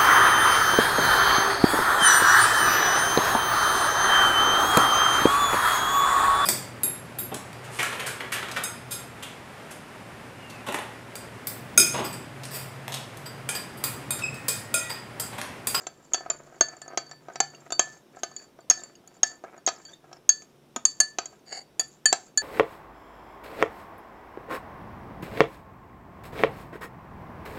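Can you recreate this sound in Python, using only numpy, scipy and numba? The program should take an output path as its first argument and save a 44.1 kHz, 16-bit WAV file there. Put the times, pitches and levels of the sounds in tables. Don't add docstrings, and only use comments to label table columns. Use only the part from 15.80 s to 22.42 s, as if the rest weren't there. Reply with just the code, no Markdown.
import sys
import numpy as np
from scipy import signal
from scipy.fft import rfft, irfft
from scipy.io import wavfile
from scipy.ndimage import uniform_filter1d
from numba import njit

SR = 44100
rng = np.random.default_rng(int(sys.argv[2]) if len(sys.argv) > 2 else 0)


def volts(x):
    e = np.asarray(x, float) / 20
    return 10 ** e


def persist_wave(psi):
    counts = np.round(np.clip(psi, -1, 1) * 32767).astype(np.int16)
    wavfile.write(sys.argv[1], SR, np.atleast_2d(counts).T)


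N = 291942

# start t/s, oval, top and third mode level/dB, snap level/dB against the ping
LANDING = [(.33, -5, -12, 0, -43), (.4, -8, -25, -4, -35), (.804, -3, -27.5, -4, -48),
           (1.01, 4, 7, -2, -28), (1.17, -10, -26, 3, -50), (1.3, 2, -30, -2, -46),
           (1.598, -4, -40, -4, -51.5), (1.9, -24, -16, 0, -26), (1.989, 3, -21, 5, -32.5),
           (2.429, -3, -36, 2, -25), (2.56, -14, -42, -1, -59), (2.895, 0, -11.5, -8, -32),
           (3.03, -4, -14, 5, -31), (3.201, -3, 4, -2, -16), (3.427, 10, 4.5, -14, -41),
           (3.859, -1, -16, 2, -34), (4.046, -12, -31, 1, -40), (4.487, -10, -15, -1, -28),
           (4.957, -2, -5, -3, -21), (5.048, -16, 5, 1, -34), (5.197, -8, 9, 2, -25),
           (5.381, -22, -28, 1, -37), (5.99, -9, -3, -2, -21.5), (6.253, -2, 6, 4, -26),
           (6.322, -7, -2, 4, -28.5), (6.57, -6, 0, -8, -26)]
# f/Hz, level/dB
CRACK = [(300, -20), (1000, 6.5), (2500, 6.5), (4000, 0.5), (7000, 2), (9000, -28), (13000, -28),
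         (16000, -32)]
# f/Hz, level/dB
SLOSH = [(200, -8), (600, -2), (1500, -3.5), (2300, -11), (3000, -24), (8000, -44.5)]


def colour(x, points):
    hz, db = np.transpose(points)
    grid = np.linspace(1, SR / 2, 1025)
    log_gain = np.interp(np.log(grid), np.log(hz), db) * np.log(10) / 20
    cepstrum = irfft(log_gain)
    cepstrum[1:1024] *= 2
    cepstrum[1025:] = 0
    response = irfft(np.exp(rfft(cepstrum)))
    return signal.fftconvolve(x, response)[:len(x)]


def curve(table, axis):
    table = np.array(table)
    return np.interp(np.arange(N) / SR, table[:, 0], table[:, axis])


def blows(times, db):
    x = np.full(N, 1e-18)
    np.add.at(x, (np.asarray(times) * SR).astype(int), volts(db))
    return x


@njit
def ring(x, hz, t60, rise, keep):
    y, z, w = np.empty(len(x)), 0j, 0j
    soft = np.exp(-1 / (rise * SR))
    for i in range(len(x)):
        turn = np.exp(complex(0., 2 * np.pi * hz[i] / SR))
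        w = w * turn * soft + (1 - soft) * x[i]
        decay = np.exp(-np.log(1000.) / t60[i] / SR)
        z = z * keep[i] * turn * decay + w
        y[i] = z.imag
    return y


def modes(x, table, bend, rise, keep):
    return sum(volts(db) * ring(x, hz * bend, np.full(N, 1. * t60), rise, keep) for hz, db, t60 in table)


def walk(rate):
    k = int(SR / rate)
    steps = np.repeat(rng.standard_normal(N // k + 1), k)
    x = uniform_filter1d(uniform_filter1d(steps, k), k)[:N]
    return x / x.std()


def grit(per_s, scatter_db):
    ticks = (rng.random(N) < per_s / SR) * rng.standard_normal(N)
    x = ticks * volts(scatter_db * walk(rate=77))
    return x / x.std()


def held(times, values):
    last = np.searchsorted(np.asarray(times) * SR - 1, np.arange(N)) - 1
    return np.asarray(values)[np.maximum(last, 0)]


def landing(times, axis, table=LANDING):
    place = np.searchsorted(np.array(LANDING)[:, 0], times) - 1
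    return np.array(table)[np.maximum(place, 0), axis]


def touches():
    # t/s, ping level/dB, ping f/Hz, base thud level/dB, wall ring level/dB
    pressed = [(0.3352, -6.5, 6710, -40.5, -37), (0.3441, -12, 6430, -26.5, -30),
               (1.0171, -29.5, 7030, -44, -46.5), (1.6031, -9, 7335, -18.5, -26.5),
               (1.905, -46, 6500, -36, -59), (1.9944, -2, 6484, -19.5, -30.5),
               (2.5642, -22, 6880, -53, -41.5), (2.8999, 4, 6560, -32.5, -32),
               (2.9093, -5, 6500, -28.5, -32), (3.2755, -37.5, 6930, -56, -61.5),
               (3.4321, -0.5, 6570, -25.5, -34), (3.8757, -19, 6440, -20.5, -28),
               (4.3296, -36, 5450, -43, -64), (5.0527, 0.5, 6650, -40, -26.5),
               (5.386, -17.5, 6100, -22.5, -37), (5.457, -22.5, 6710, -45.5, -46.5),
               (6.0101, -20, 6850, -39, -45), (6.3274, -5, 7470, -17, -34.5)]
    # same columns, t/s, level/dB, f/Hz, level/dB, level/dB
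    bounced = [(0.0687, -27, 7290, -32.5, -51), (0.5014, -11, 7150, -29, -41),
               (0.8095, -2.5, 6525, -20, -25), (1.1747, -18, 6620, -22.5, -33),
               (1.3129, -41, 7420, -42, -42), (1.5577, -39, 7360, -33, -45),
               (1.9223, -19, 7240, -28.5, -29.5), (2.4339, -19, 6470, -26, -41.5),
               (3.0355, -30, 7240, -46, -50), (3.8642, -9.5, 6620, -51, -39),
               (3.8875, -28, 7300, -26, -35.5), (4.0512, -38.5, 6830, -54, -43),
               (4.4921, 1.5, 6540, -33.5, -25.5), (4.6208, -40.5, 6670, -51, -59),
               (4.9623, -21, 6950, -26, -58), (5.2023, -3, 6500, -29, -19), (5.9955, -10, 6800, -33.5, -21),
               (6.0801, -48, 6800, -73, -58), (6.257, -3.5, 6810, -30.5, -16.5),
               (6.5748, -8, 7030, -37.5, -19)]
    # same columns, t/s, level/dB,
    # f/Hz, level/dB, level/dB
    grazes = [(0.885, -26, 6650, -44, -48), (0.9675, -38, 7130, -46.5, -58),
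              (1.0796, -31.5, 6700, -39, -52), (1.2645, -46.5, 6500, -62, -50),
              (1.2942, -43, 6870, -60, -53), (1.7494, -39.5, 6520, -72, -51),
              (2.5145, -42, 6620, -48.5, -54), (2.6015, -51, 6940, -71, -47.5),
              (2.9744, -32, 6580, -45.5, -42.5), (3.1545, -42.5, 6600, -84, -58.5),
              (3.3677, -46.5, 7190, -53, -65), (3.5151, -35.5, 6870, -56, -50.5),
              (5.2115, -11, 6470, -36.5, -42), (3.7786, -42.5, 6800, -45, -60.5),
              (3.9617, -44, 6760, -60.5, -68), (4.1365, -42, 7230, -72.5, -67),
              (4.369, -45, 5290, -56.5, -75.5), (5.592, -56.5, 6400, -70, -76),
              (.5876, -46, 6560, -65, -70), (1.5354, -42, 6910, -70, -62), (2.361, -48, 7350, -65, -62),
              (2.5391, -47, 6790, -70, -70), (2.806, -48, 7200, -70, -60), (3.5548, -44, 7220, -70, -65),
              (4.0173, -47, 6840, -70, -58), (4.0811, -45, 6840, -65, -65), (1.632, -32, 6450, -50, -50),
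              (1.702, -42, 6820, -65, -65), (2.026, -28, 6500, -50, -52), (1.324, -48, 7200, -58, -55),
              (.758, -50, 6850, -70, -65), (2.64, -50, 7000, -70, -65)]
    # t/s, base thud level/dB
    bumps = [(0.4074, -35.5), (0.4624, -32), (0.765, -48.5), (1.134, -36.5), (1.1454, -40), (1.485, -33),
             (2.3694, -39.5), (2.7893, -42), (3.639, -32), (4.2422, -48), (.674, -50), (.725, -46),
             (1.061, -44), (1.104, -42), (1.5, -40), (1.52, -46), (2.995, -46), (3.647, -38), (3.743, -46),
             (4.292, -52), (4.315, -44), (5.528, -50), (3.239, -54)]
    bump_rows = [(s, db - 37, 6800, db, db - 33.5) for s, db in bumps]
    kinds = [(pressed, 0.023, 0), (bounced, 0.042, 0), (grazes, 0.025, -20), (bump_rows, 0.025, -20)]
    return np.transpose(sorted(tuple(row) + (t60, hard) for rows, t60, hard in kinds for row in rows))


def choke(share):
    s, *_, hard_db = touches()
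    weight = np.where(hard_db == 0, 1, 0.1)
    contact = uniform_filter1d(blows(s - .001, 20 * np.log10(weight)), size=88)
    return share ** contact - 1e-4 * np.maximum(walk(rate=15), 0)


def tumbler(rub, dull):
    # f/Hz, level/dB, t60/s
    wall_modes = [
        [(1760, -15.5, 0.9)],
        [(4568, -10.5, 0.27), (4592, -21, .2)],
        [(7310, -15, 0.22), (7345, -7, 0.045), (7250, -21, 0.25), (7040, -22, .06)],
        [(8490, -16.5, 0.085)],
        [(1750, -12, .06)],
    ]
    # f/Hz, level/dB, t60/s
    base_modes = [(250, -13.5, 0.013), (415, -6, 0.03), (560, -6, 0.022), (666, -1, 0.03),
                  (714, 1.5, 0.042), (953, -8, 0.03), (1271, -4.5, 0.054), (1566, -10.5, 0.086),
                  (2122, -18, 0.044)]
    # second mode f/Hz, third mode f/Hz
    loaded = [(4557, 7320), (4563, 7220), (4538, 7320), (4547, 7320), (4552, 7300), (4558, 7250),
              (4537, 7340), (4572, 7330), (4535, 7330), (4533, 7320), (4579, 7300), (4538, 7300),
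              (4566, 7280), (4565, 7330), (4542, 7300), (4508, 7320), (4572, 7300), (4530, 7350),
              (4560, 7300), (4561, 7340), (4503, 7170), (4548, 7370), (4615, 7300), (4566, 7190),
              (4567, 7225), (4478, 7060)]
    # clang level/dB against the wall, oval and second mode loss/(dB/s)
    damping = [(-6, 0, 0), (-2, 0, 0), (-6, 50, 20), (-4, 50, 20), (-3, 200, 0), (-4, 150, 0), (-8, 80, 0),
               (-18, 40, 40), (3, 0, 10), (-5, 30, 20), (-18, 60, 50), (-2, 50, 30), (-10, 60, 30),
               (-10, 60, 80), (0, 130, 70), (-12, 150, 200), (-16, 60, 50), (-2, 30, 0), (-5, 80, 60),
               (-9, 60, 0), (-1, 20, 0), (-30, 100, 40), (-10, 180, 120), (5, 280, 30), (4, 130, 90),
               (-6, 80, 250)]
    rise_s = [0.004, 0.0025, 0.0004, .001, .001]
    wet = [1.4, 1, 0, 0, 1.4]
    second_hz, third_hz, lift_s = 4568, 7320, .065
    s, ping_db, _, thud_db, wall_db, _, hard_db = touches()
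    third_db = 0.48 * ping_db + 0.52 * wall_db - 0.5 + hard_db
    t = np.arange(N) / SR
    since = t - landing(t, axis=0)
    load = (landing(t, axis=0, table=loaded) / second_hz - 1) * np.exp(-(since / lift_s) ** 2)
    bend = (1 + load) * (1 + .001 * walk(rate=25))
    bends = [bend ** power for power in wet]
    bends[2] = landing(t, axis=1, table=loaded) / third_hz * (1 + .003 * walk(rate=30))
    late = 230 * np.clip((since - .115) / .04, 0, 1) * (t > LANDING[0][0])
    oval, second = (volts(-(landing(t, axis=k, table=damping) + late) / SR) for k in (1, 2))
    pushes = [blows(s, wall_db + landing(s, axis=1) + 12),
              blows(s, wall_db + 13.5),
              blows(s, third_db + landing(s, axis=3)),
              blows(s, wall_db + landing(s, axis=2) + hard_db + 9.5),
              blows(s, wall_db + landing(s, axis=0, table=damping) + 12)]
    rub_db = [-29.5, -26, -24, -39.0, -40]
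    soaks = [oval, second, 1, 1, 1]
    keep = choke(share=0.13) * volts(-55 / SR)
    wall = np.zeros(N)
    for family, push, db, tune, rise, soak in zip(wall_modes, pushes, rub_db, bends, rise_s, soaks):
        loss = soak * keep ** np.sqrt(family[0][0] / second_hz)
        wall += modes(push + volts(db) * rub, family, tune, rise, loss)
    place = held(s, 1 + 0.033 * rng.standard_normal(len(s)))
    return wall + modes(blows(s, thud_db + 0.5) + volts(-33.5) * dull, base_modes, place, 0.00036, keep)


def spoon(rub):
    # f/Hz, level/dB, t60/s
    linger_modes = [(3190, -52, 0.05), (5230, -39.5, 0.1), (6500, -38.5, 0.28), (6680, -44, 0.39),
                    (6870, -37.5, 0.096)]
    # f/Hz, level/dB, t60/s
    knock_modes = [(1544, -5.5, 0.0062), (2577, -7.5, 0.0028), (3400, -5, 0.008), (4070, -3, 0.006),
                   (5280, -1, 0.006), (6010, 4, 0.011)]
    s, ping_db, ping_hz, thud_db, _, t60, hard_db = touches()
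    push, keep = blows(s, ping_db), choke(share=0.31)
    grip, spot = rng.standard_normal((2, len(s)))
    ping = ring(push + volts(-29.0) * rub, held(s, ping_hz), held(s, t60), 0.0003, keep)
    linger = modes(push + volts(-7.5) * rub, linger_modes, held(s, 1 + 0.0048 * grip), 0.00061, keep)
    t = np.arange(SR // 10) / SR
    shape = (1 - np.exp(-t / 0.00014)) * (np.exp(-t / 0.0033) + volts(-17.5) * np.exp(-t / 0.011))
    strike = blows(s - .0008, thud_db + 6.5 + hard_db) + volts(-23.0) * push
    crack = signal.fftconvolve(strike, shape)[:N] * rng.standard_normal(N)
    splash = signal.fftconvolve(blows(s, thud_db - 7.5), shape)[:N] * rng.standard_normal(N)
    knock = modes(crack, knock_modes, held(s, 1 + .05 * spot), .0002, np.ones(N))
    return ping + linger + volts(-6.5) * colour(crack, CRACK) + volts(-24.5) * knock + colour(splash, SLOSH)


def snap():
    # f/Hz, level/dB
    edge = [(3000, -36), (8000, -18), (10000, 9.5), (13000, 1.5), (16500, -11.5)]
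    s, ping_db, *_, hard_db = touches()
    db = ping_db + landing(s, axis=4) + hard_db
    t = np.arange(SR // 20) / SR
    shape = np.exp(-t / 0.0017) + volts(-23.0) * np.exp(-t / 0.0084)
    burst = signal.fftconvolve(blows(s - 0.0003, db + 4.5), shape)[:N]
    return colour(burst * rng.standard_normal(N), edge)


def strays():
    # t/s, f/Hz, level/dB, t60/s
    lone = [(.335, 10900, -42, 0.066), (0.343, 3400, -23, 0.035), (4.963, 250, -25.5, 0.078),
            (1.921, 3600, -32, 0.056), (2.433, 10800, -42, 0.056), (2.899, 5450, -22, 0.09),
            (3.876, 3250, -31, 0.077), (4.492, 10700, -46.5, 0.057), (5.052, 11000, -37, 0.073),
            (5.203, 10570, -25, 0.059), (5.996, 11000, -31, 0.069), (5.996, 3420, -32, 0.067),
            (6.08, 11050, -49, 0.049), (6.256, 3133, -24.5, 0.067), (6.257, 10900, -33.5, 0.06),
            (6.327, 4100, -33, 0.11), (1.996, 3250, -19, 0.04), (1.995, 7330, -12, .04),
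            (1.995, 5700, -14, .015), (2.6, 1700, -47, .03), (2.596, 2500, -50, .02),
            (2.515, 1150, -44, .025), (1.748, 2790, -38.5, 0.02), (1.603, 6490, -16, .06),
            (1.603, 5990, -18, .03), (6.575, 6470, -14, .05), (5.203, 7300, -13, .045),
            (5.203, 7150, -13, .045), (5.203, 2100, -28, .03), (4.963, 690, -24, .05),
            (1.604, 700, -20, .04), (.069, 680, -36, .04), (5.387, 680, -28, .04), (4.493, 710, -34, .04),
            (2.901, 7700, -18, .015), (6.575, 3480, -38, .08), (5.386, 6650, -24, .04),
            (6.257, 2600, -28, .04), (4.095, 5950, -50, .08), (4.085, 1580, -50, .08),
            (3.962, 5200, -44, .03), (3.153, 2900, -48, .03), (3.153, 5000, -50, .03),
            (2.995, 3700, -46, .04), (1.08, 1270, -40, .04), (.502, 1270, -30, .05)]
    out, t = np.zeros(N + SR), np.arange(SR // 3) / SR
    for s, hz, db, t60 in lone:
        fade = (1 - np.exp(-t / 0.00024)) * np.exp(-np.log(1000) * t / t60)
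        start = int(s * SR)
        out[start:start + len(t)] += volts(db) * fade * np.sin(2 * np.pi * hz * t)
    return out[:N]


def chatter():
    s, ping_db = touches()[:2]
    fade = np.exp(-np.arange(SR // 3) / SR / 0.054)
    force = signal.fftconvolve(blows(s, ping_db - 41), fade)[:N]
    return force * grit(per_s=2500., scatter_db=4.)


def strokes(axis):
    # start t/s, end t/s, bright rub on the wall level/dB, dull rub on the base level/dB
    rubbing = [(0, 0.053, -48.5, -50), (.1, 0.344, -61, -56), (0.363, 0.51, -57.5, -45.5),
               (0.504, 0.638, -66, -53), (0.644, 0.794, -59.5, -48.5), (0.86, 1.002, -58.5, -50),
               (1.028, 1.15, -71, -48.5), (1.207, 1.343, -65, -52.5), (1.41, 1.556, -62, -51.5),
               (1.665, 1.883, -64, -55), (2.022, 2.19, -54.5, -52.5), (2.331, 2.403, -57.5, -51),
               (2.482, 2.66, -57, -61), (2.929, 3.132, -59.5, -56.5), (3.314, 3.369, -60, -55),
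               (3.511, 3.558, -58, -51), (3.64, 3.785, -69, -47), (3.89, 4.003, -63.5, -48.5),
               (3.993, 4.147, -55.5, -57), (4.233, 4.39, -71, -55), (5.427, 5.56, -60.5, -56.5),
               (6.02, 6.162, -57.5, -71), (6.355, 6.493, -56, -59)]
    force = np.zeros(N)
    for row in rubbing:
        force[int(row[0] * SR):int(row[1] * SR)] = volts(row[axis])
    return uniform_filter1d(force, size=1300)


def friction(rub, dull):
    # f/Hz, level/dB
    hiss = [(1500, -36), (4000, -17.5), (6000, -10.5), (6900, -3.5), (7600, -9.5), (9000, -30.5)]
    return volts(9) * colour(rub, hiss) + volts(9.5) * colour(dull, SLOSH)


def drag():
    # t/s, level/dB
    effort = [(5.62, -130), (5.66, -80), (5.68, -72), (5.73, -63), (5.79, -55), (5.81, -60), (5.835, -95),
              (5.86, -130)]
    # f/Hz, level/dB, t60/s
    rim_modes = [(740, -0.5, 0.018), (1230, -7, 0.0049), (1850, -8.5, .012), (2150, -1.5, 0.01),
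                 (2900, -8, .006), (4620, 3, .045), (5150, -8, .01), (6800, -2.5, .03), (7300, -6.5, 0.025),
                 (8450, -19.5, .04), (11000, -22, 0.045)]
    # t/s, level/dB
    rattle = [(5.675, -46), (5.7064, -42), (5.7179, -40), (5.7399, -36), (5.7633, -36), (5.78, -36),
              (5.795, -38)]
    force = volts(curve(effort, axis=1)) * grit(per_s=2500., scatter_db=3.5)
    force = force + volts(-9) * blows(*np.transpose(rattle))
    rim = modes(force, rim_modes, 1 + .006 * walk(rate=40), 0.00022, np.ones(N))
    return rim + volts(12.0) * colour(force, CRACK)


def squeak():
    # t/s, f/Hz, level/dB
    glide = [(4.03, 3200, -90), (4.065, 3260, -60), (4.078, 3290, -68), (4.097, 3350, -54),
             (4.118, 3450, -70), (4.137, 3600, -54), (4.16, 3720, -70), (4.2, 3850, -95)]
    ticks, hz = grit(per_s=1500., scatter_db=5.), curve(glide, axis=1)
    partials = [(.49, -6), (1, -1), (1.8, -11.5)]
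    slip = sum(volts(db) * ring(ticks, k * hz, np.full(N, .016), 0.0012, np.ones(N)) for k, db in partials)
    return volts(curve(glide, axis=2)) * slip / slip.std()


def room(x, t60=0.23, wet_db=-20):
    # f/Hz, level/dB
    walls = [(200, 6.5), (1000, 9), (3000, 8), (7000, 1), (10000, 2.5), (16000, -11.5)]
    t = np.arange(SR // 2) / SR
    tail = rng.standard_normal(len(t)) * np.exp(-np.log(1000) * t / t60) * (1 - np.exp(-t / 0.00063))
    return x + volts(wet_db) * signal.fftconvolve(colour(x, walls), tail / np.linalg.norm(tail))[:N]


def murmur(hz, t60, rise):
    x = ring(rng.standard_normal(N), np.full(N, hz), np.full(N, t60), rise, np.ones(N))
    return x / x.std()


def kitchen():
    # f/Hz, level/dB
    air_tone = [(15, -39.5), (25, -19), (70, -12), (131, 1), (349, 3), (1510, -12.5), (1780, -15),
                (1930, -15.5), (3810, -17), (4480, -23), (5570, -17.5), (6730, -25), (8140, -24.5),
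                (15200, -28.5), (16500, -49)]
    # t/s, level/dB
    hum = [(0.0, -100), (0.13, -60), (0.24, -67.5), (1.53, -58.5), (3.34, -76.5), (6.62, -68.5)]
    # t/s, level/dB
    grip = [(0, -88), (.35, -70), (.75, -76), (1.0, -84.5), (6.62, -78.5)]
    air = colour(rng.standard_normal(N) * volts(0.3 * walk(rate=1.8)), air_tone)
    drone = volts(curve(hum, axis=1)) * murmur(145., .9, 0.0035)
    buzz = volts(-70) * murmur(355., .8, 0.0035)
    hand = volts(curve(grip, axis=1)) * murmur(58., .08, 0.0012)
    return volts(-59) * air / air.std() + buzz + drone + hand


def scene():
    # f/Hz, level/dB
    port = [(20, -32), (100, -30), (200, -9.5), (300, -1.5), (8000, -1.5), (10000, -4.5), (16000, -2.5),
            (18000, -33)]
    rub = strokes(axis=2) * grit(per_s=1200., scatter_db=5.) + chatter()
    dull = strokes(axis=3) * grit(per_s=1000., scatter_db=5.)
    contact = tumbler(rub, dull) + spoon(rub) + snap() + strays()
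    near = room(contact + friction(rub, dull) + drag() + squeak())
    return (colour(near, port) + kitchen())[None]


@njit
def follow(x, release):
    e, y = 0., np.empty(len(x))
    for i in range(len(x)):
        e = max(abs(x[i]), e * release)
        y[i] = e
    return y


def band_limit(x):
    return signal.sosfilt(signal.butter(12, 16820, fs=SR, output="sos"), x)


def record(dry):
    top = .75
    peak = follow(np.roll(dry[0], -6), np.exp(-1 / (0.0035 * SR)))
    gain = uniform_filter1d(np.minimum(1, top / (peak + 1e-9)), size=8)
    return band_limit(dry * gain)


dry = scene()
out = record(dry)
persist_wave(out)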